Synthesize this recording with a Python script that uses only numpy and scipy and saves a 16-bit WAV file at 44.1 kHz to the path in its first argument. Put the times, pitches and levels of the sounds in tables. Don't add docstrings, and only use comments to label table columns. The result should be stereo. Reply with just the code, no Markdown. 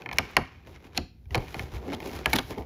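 import sys
import numpy as np
from scipy import signal
from scipy.fft import rfft, irfft, next_fast_len
from scipy.io import wavfile
from scipy.ndimage import uniform_filter1d

SR = 44100
rng = np.random.default_rng(int(sys.argv[2]) if len(sys.argv) > 2 else 0)


def to_wav(s):
    ch = np.atleast_2d(s).T
    pcm = np.round(np.clip(ch, -1, 1) * 32767)
    wavfile.write(sys.argv[1], SR, pcm.astype(np.int16))


N = 116865
TIME = np.arange(N) / SR

# start_s, part that gives way, then level_db in each of six bands
SNAPS = [(.06, "card", -56.5, -44.5, -42, -35.5, -54, -62), (0.09, "card", -68, -55, -45, -37, -49.5, -68),
         (.113, "card", -60, -46, -41, -38, -48, -61), (0.1309, "card", -40.5, -47, -43, -49, -40.5, -46),
         (0.1844, "first tab", -36, -34, -30, -19.5, -22.5, -27),
         (0.3671, "last tab", -31, -29.5, -20.5, -18.5, -21.5, -28.5),
         (0.9757, "flap", -34.5, -30.5, -38, -31, -22, -34.5),
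         (1.346, "card", -48.5, -23.5, -31, -29, -28, -43),
         (1.3532, "foil", -31.5, -39, -30, -33, -31, -39.5),
         (1.378, "last tab", -45.5, -47, -41, -43.5, -43, -52),
         (1.5436, "card", -48, -37.5, -40, -40, -43, -48),
         (1.5939, "card", -35, -41, -43.5, -34, -42, -48.5),
         (1.9333, "foil", -45, -35, -38.5, -49, -41, -52),
         (2.2586, "tray", -39, -34, -25.5, -23.5, -25, -32),
         (2.3315, "foil", -31.5, -25.5, -31.5, -24, -23.5, -31.5),
         (2.336, "foil", -46, -27.5, -33.5, -24.5, -37, -27),
         (2.3592, "foil edge", -51, -40.5, -34.5, -33.5, -31.5, -29),
         (2.386, "foil edge", -46.5, -34, -31.5, -32, -25, -41)]
BAND_EDGES_HZ = [40, 180, 700, 1500, 3000, 7500, 16000]
SNAP_GAIN_DB, SNAP_ATTACK_S = -0.5, 0.017
# pitch_hz, level_db, fade_by_60_db_s
CARD = [(803, -10.5, 0.031), (1010, -6.5, .017), (1752, -10, 0.045), (2166, 1, 0.019), (2448, -2, 0.021),
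        (3080, -4, 0.012), (4210, -5.5, 0.0072), (5500, -3, 0.0035), (11130, -7, .0033)]
PART_MODES = {"card": CARD, "first tab": [(2222, 1, 0.011), (2960, -6.5, 0.0078), (5500, -1.5, 0.0037),
              (11600, -1.5, .0033)], "last tab": [(1059, -4.5, 0.031), (1870, -7.5, 0.021),
              (2174, 4.5, 0.0097), (2776, -7, .01), (4490, -4.5, 0.0048), (10900, 5, 0.0029)],
              "flap": [(714, -14, 0.047), (2670, 2, 0.006), (4220, -1.5, 0.0068), (5530, -12.5, 0.0091),
              (7000, -4, 0.0082), (10200, -10, 0.0028)], "tray": [(915, -14, 0.029), (1670, -12.5, 0.072),
              (2250, 11.5, 0.0054), (3050, 1, 0.0066), (4150, -6, 0.0051), (10600, -2, 0.0052)],
              "foil": [(860, -6, 0.035), (1580, -27, 0.0071), (2250, -1, 0.015), (4140, -3.5, 0.0037),
              (10860, 2, 0.003)], "foil edge": [(940, -1.5, 0.011), (3320, -1.5, 0.0094),
              (4030, -6, 0.0059), (11400, -17, 0.002)]}
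DETUNE = 0.0062
GIVE_WAY_S = 0.00049
# band_hz, level_db_per_hz, fade_by_60_db_s
BOX_RINGING = [(70, -2, 0.16), (155.7, -3.5, 0.18), (350, -5.5, 0.18), (880, 0.5, 0.1), (2170, 1, 0.029),
               (4400, -6, 0.0084), (7900, -0.5, 0.012), (13000, 1.5, 0.0044)]
BOX_DB, BOX_SWELL_S, BOX_SWELL_HZ = -12, 0.0038, 400

# start_s, peak_db, crack_db against the card's ring
TICKS = [(.02, -32, -26), (.128, -25.5, -8), (.142, -30, 21), (.173, -28, 12), (.312, -34, 34),
         (.679, -51.5, -28), (.748, -43, -8), (.802, -52, -28), (.844, -42.5, -13), (0.871, -51, -7),
         (.948, -39, -12), (1.256, -52, -19), (1.3075, -34.5, -9), (1.482, -32.5, -7), (1.901, -32.5, -8),
         (2.003, -27, 3), (2.028, -33, -5), (2.072, -34, -9), (2.094, -33.5, -24), (2.3015, -20, 17),
         (2.583, -34, -14), (2.622, -41, -18)]
TICK_CRACK_FADE_S = 0.0079

# start_s, length_s, final_level_db
TEARS = [(.950, 0.029, -27.5), (1.914, 0.036, -34), (2.313, 0.035, -37), (2.348, .018, -17.5),
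         (2.363, 0.03, -24)]
# band_hz, level_db_per_hz
TEAR_COLOUR = [(900, -1), (2200, -6), (3600, 2.5), (5500, -9), (8000, -5), (11000, -8.5), (16000, -30.5)]
TEAR_RISE_DB = 26

# time_s, murmur_level_db, scrape_level_db, hiss_level_db
SLIDES = [(0, -40.5, -50, -89), (.1, -48, -67, -105), (.16, -43.5, -48.5, -62), (.32, -55.5, -46, -64),
          (.645, -65.5, -61, -98), (.675, -42, -54.5, -66), (.72, -49.5, -61.5, -63), (.76, -56, -45, -70),
          (.79, -61, -66, -80), (.86, -49, -54.5, -62), (.9, -54, -64.5, -82), (.968, -54, -47.5, -67.5),
          (1.12, -84, -79.5, -85), (1.28, -68.5, -86, -94), (1.315, -43, -60, -61),
          (1.43, -35.5, -50.5, -61), (1.5, -55, -50.5, -54), (1.62, -39.5, -50, -50.5),
          (1.695, -47, -54.5, -67), (1.76, -39.5, -45, -48.5), (1.805, -39.5, -54, -85),
          (1.87, -32.5, -49, -70), (1.935, -40, -40.5, -60), (1.985, -39.5, -56, -68),
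          (2.07, -32.5, -51, -45.5), (2.12, -37, -51, -52), (2.16, -39.5, -44, -44),
          (2.235, -42.5, -47.5, -65), (2.31, -77, -44, -43.5), (2.45, -55, -78, -52),
          (2.52, -31.5, -40.5, -47.5), (2.555, -44, -52, -77), (2.598, -24, -56, -86),
          (2.638, -41, -58, -95)]
# band_hz, level_db_per_hz
MURMUR_COLOUR = [(110, -7), (190, 1.5), (290, 1.5), (420, 4), (600, -4), (850, -2.5), (1200, -31.5)]
# band_hz, level_db_per_hz
SCRAPE_COLOUR = [(800, -6), (1400, 1), (2200, -7), (3200, -7.5), (4800, -17.5), (7000, -15.5), (8500, -51)]
# band_hz, level_db_per_hz
HISS_COLOUR = [(7500, -5.5), (10800, -6), (13000, -5), (15000, -29.5)]
MURMUR_GAIN_DB, SCRAPE_GAIN_DB, HISS_GAIN_DB = -6.5, -3.5, 2
GRAINS_PER_S, GRAIN_SPREAD_DB = 1800, 3.6
GRAIN_SHARE = 0.55
CATCH_SPREAD_DB, CATCH_S = 2.6, 0.007
CRACKLES_PER_S, CRACKLE_DB = 90, -3.5

# time_s, slips_hz before wavering, level_db
JUDDER = [(1.83, 323, -50), (1.865, 266, -37.5), (1.925, 272, -29), (1.965, 370, -55)]
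JUDDER_ROUGHNESS = 0.2

# start_s, peak_db
BUMPS = [(0.139, -39), (0.761, -43), (1.263, -36), (1.312, -26.5), (1.629, -30.5), (1.735, -28),
         (1.755, -26), (2.148, -31), (2.271, -28.5), (2.441, -35.5), (2.593, -31.5)]
# pitch_hz, level_db, fade_by_60_db_s
BUMP_MODES = [(65.5, -2, 0.25), (86, -0.5, 0.092), (130.2, -2.5, 0.14)]
BUMP_CONTACT_S = 0.0099
# band_hz, level_db_per_hz
RUMBLE_COLOUR = [(35, -20.5), (58, 20.5), (100, 4.5), (160, 3), (300, -33)]
# time_s, level_db
RUMBLE_LEVEL = [(0, -50), (1.15, -54.5), (1.45, -46), (2.65, -46)]

# pitch_hz, width_hz, level_db
HOLLOW_NOTES = [(264.7, 16, 0), (370, 66, -5.5), (762, 47, -4)]
# band_hz, level_db_per_hz, fade_by_60_db_s
ROOM_TAIL = [(99.5, -7.5, 0.38), (400, -4, 0.092), (870, 1, 0.3), (2200, -3.5, 0.38), (5130, -4, 0.35),
             (7450, -6.5, 0.26)]
ROOM_DB, ROOM_SWELL_S = -21, 0.013
# band_hz, left_minus_right_db
LEFTNESS = [(80, 0.5), (250, 4.5), (550, 8), (1100, 4.5), (2300, 3), (4500, 8), (9000, -0.5)]
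RIGHT_LAG_S = 0.000016
# band_hz, correlation (no unit)
LIKENESS = [(60, 0.8), (350, 0.86), (950, 0.065), (2300, 0.37), (6000, 0.27), (14000, 0.34)]

# band_hz, level_db_per_hz
FLOOR_COLOUR = [(30, -5.5), (60, 3.5), (250, -4.5), (1000, -36.5), (4000, -38.5), (8000, -55),
                (15000, -54.5)]
FLOOR_DB = -58

BASS_CUT_HZ, TOP_HZ = 38, 15200
DIP_HZ, DIP_WIDTH_HZ, DIP_DEPTH = 8410, 5620, 0.94
CUTOFF_HZ = 16500


def from_db(db):
    return 10 ** (np.asarray(db) / 20)


def rms_one(x):
    return x / np.sqrt(np.mean(x ** 2) + 1e-20)


def in_time(rows):
    s, *columns = np.transpose(rows)
    return [np.interp(TIME, s, column) for column in columns]


def at_hz(rows, hz, column=1):
    rows = np.array(rows)
    return np.interp(np.log(hz + 1e-9), np.log(rows[:, 0]), rows[:, column])


def add(out, s, sound):
    start = max(int(s * SR), 0)
    out[..., start:start + sound.shape[-1]] += sound[..., :N - start]


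def stereo_noise():
    return rng.standard_normal((2, 2, N))


def stereo_bands(source):
    edges = 22 * 2 ** np.arange(0, 10, .5)
    for k, (low, high) in enumerate(zip(edges, edges[1:])):
        band_filter = signal.butter(2, [low, high], "band", fs=SR, output="sos")
        mid, side = signal.sosfilt(band_filter, source[k % 2] + 1e-18)
        hz = np.sqrt(low * high)
        alike = np.clip(at_hz(LIKENESS, hz), -1, 1)
        yield hz, np.sqrt(1 + alike) * mid + np.sqrt(1 - alike) * side * [[1], [-1]]


def coloured(colour, source):
    return rms_one(sum(from_db(at_hz(colour, hz)) * band for hz, band in stereo_bands(source)))


def ring(modes, t):
    out = 0
    for k, (hz, db, fade_s) in enumerate(modes):
        out = out + (-1) ** k * from_db(db - 60 * t / fade_s) * np.sin(2 * np.pi * hz * t)
    return out


def dying_noise(table, t, swell):
    out = 0
    for hz, band in stereo_bands(rng.standard_normal((2, 2, len(t)))):
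        fading = from_db(at_hz(table, hz) - 60 * t / at_hz(table, hz, column=2))
        out = out + band * fading * (1 - np.exp(-t / swell(hz)))
    return out


def voiced(hit, levels_db):
    size, attack = 2 * hit.shape[1], int(SNAP_ATTACK_S * SR)
    hz = np.arange(size // 2 + 1) * SR / size
    power = np.mean(abs(rfft(hit[:, :attack], size)) ** 2, axis=0) * 2 / size / attack
    log_gains = []
    for low, high, db in zip(BAND_EDGES_HZ, BAND_EDGES_HZ[1:], levels_db):
        strength = np.sqrt(power[(hz >= low) & (hz < high)].sum())
        log_gains.append((np.sqrt(low * high), np.log(from_db(db) / strength)))
    cepstrum = irfft(at_hz(log_gains, hz))[:size // 2]
    equaliser = np.exp(2 * rfft(cepstrum, size) - cepstrum[0])
    return irfft(rfft(hit, size) * equaliser)[:, :size // 2]


def snaps():
    out, t = np.zeros((2, N)), TIME[:2 ** 13]

    def box_swell(hz):
        return BOX_SWELL_S * BOX_SWELL_HZ / (hz + BOX_SWELL_HZ) + GIVE_WAY_S

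    for s, part, *levels_db in SNAPS:
        modes = [(hz * (1 + DETUNE * rng.normal()), db, fade_s) for hz, db, fade_s in PART_MODES[part]]
        card = ring(modes, t) * (1 - np.exp(-t / GIVE_WAY_S))
        box = dying_noise(BOX_RINGING, t, box_swell)
        box = box / box[:, :SR // 200].std()
        add(out, s, voiced(card + from_db(BOX_DB) * box, levels_db))
    return from_db(SNAP_GAIN_DB) * out


def ticks():
    out, t = np.zeros((2, N)), TIME[:SR // 25]
    for s, db, crack_db in TICKS:
        bright = np.diff(rng.standard_normal((2, len(t) + 1))) / 2
        crack = bright * from_db(crack_db - 60 * t / TICK_CRACK_FADE_S)
        modes = [(hz * rng.uniform(.85, 1.15), level_db, fade_s) for hz, level_db, fade_s in CARD]
        tick = ring(modes, t) + crack
        add(out, s, from_db(db) * tick / abs(tick).max())
    return out


def friction():
    sizes = from_db(GRAIN_SPREAD_DB * np.minimum(rng.exponential(1, N), 4))
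    drag = rms_one(uniform_filter1d(rng.standard_normal(N), size=int(CATCH_S * SR)))
    clumps = from_db(CATCH_SPREAD_DB * drag)
    caught = rng.random(N) < GRAINS_PER_S / SR
    grains = rms_one(caught * clumps * sizes * rng.choice([-1, 1], (2, 2, N)))
    return np.sqrt(GRAIN_SHARE) * grains + np.sqrt(1 - GRAIN_SHARE) * stereo_noise()


def tears():
    strain = np.zeros(N)
    for s, length_s, db in TEARS:
        add(strain, s, from_db(db + np.linspace(-TEAR_RISE_DB, 0, int(length_s * SR))))
    return strain * coloured(TEAR_COLOUR, friction())


def crackle():
    caught = rng.random(N) < CRACKLES_PER_S / SR
    out = np.zeros(N)
    for mode in CARD:
        strikes = caught * rng.standard_normal(N)
        out += signal.fftconvolve(strikes, ring([mode], TIME[:SR // 20]))[:N]
    return rms_one(out)


def sliding():
    murmur_db, scrape_db, hiss_db = in_time(SLIDES)
    drag = friction()
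    murmur = coloured(MURMUR_COLOUR, drag)
    scrape = coloured(SCRAPE_COLOUR, drag) + from_db(CRACKLE_DB) * crackle()
    hiss = coloured(HISS_COLOUR, drag)
    return (from_db(murmur_db + MURMUR_GAIN_DB) * murmur
            + from_db(scrape_db + SCRAPE_GAIN_DB) * scrape
            + from_db(hiss_db + HISS_GAIN_DB) * hiss)


def judder():
    slips_hz, db = in_time(JUDDER)
    unevenness = rms_one(uniform_filter1d(rng.standard_normal(N), size=150))
    phase = 2 * np.pi * np.cumsum(slips_hz * (1 + JUDDER_ROUGHNESS * unevenness)) / SR
    touching = (TIME > JUDDER[0][0]) & (TIME < JUDDER[-1][0])
    return touching * from_db(db) * (np.sin(phase) + 0.35 * np.sin(2 * phase))


def hollow(x):
    out = x
    for hz, width_hz, db in HOLLOW_NOTES:
        out = out + from_db(db) * signal.lfilter(*signal.iirpeak(hz, hz / width_hz, fs=SR), x + 1e-18)
    return out


def room(x):
    tail = dying_noise(ROOM_TAIL, TIME[:SR // 2], lambda hz: ROOM_SWELL_S)
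    tail = tail / np.sqrt(np.sum(tail ** 2) / 2)
    mono = x.mean(axis=0)[None]
    return from_db(ROOM_DB) * signal.fftconvolve(mono, tail, axes=1)[:, :N]


def placed(x):
    size = next_fast_len(N + SR // 10)
    hz = np.arange(size // 2 + 1) * SR / size
    ratio = from_db(at_hz(LEFTNESS, hz))
    right_lag = np.exp(-2j * np.pi * hz * RIGHT_LAG_S)
    sides = np.array([ratio, right_lag]) * np.sqrt(2 / (1 + ratio ** 2))
    return irfft(rfft(x, size) * sides, size)[:, :N]


def handling():
    bumps = np.zeros(N)
    contact = np.hanning(int(BUMP_CONTACT_S * SR))
    thud = np.convolve(ring(BUMP_MODES, TIME[:SR // 2]), contact)
    for s, db in BUMPS:
        add(bumps, s - BUMP_CONTACT_S, from_db(db) * thud / abs(thud).max())
    rumble_db, = in_time(RUMBLE_LEVEL)
    return bumps + from_db(rumble_db) * coloured(RUMBLE_COLOUR, stereo_noise())


def background():
    return from_db(FLOOR_DB) * coloured(FLOOR_COLOUR, stereo_noise())


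def scene():
    calendar = hollow(snaps() + ticks() + tears() + sliding()) + judder()
    return placed(calendar + room(calendar)) + handling() + background()


def record(dry):
    band_filter = signal.butter(2, [BASS_CUT_HZ, TOP_HZ], "band", fs=SR, output="sos")
    x = signal.sosfilt(band_filter, dry)
    dip = signal.lfilter(*signal.iirpeak(DIP_HZ, DIP_HZ / DIP_WIDTH_HZ, fs=SR), x)
    heard = np.clip(x - DIP_DEPTH * dip, -1, 1)
    return signal.sosfilt(signal.cheby2(12, 60, CUTOFF_HZ, fs=SR, output="sos"), heard)


dry = scene()
out = record(dry)
to_wav(out)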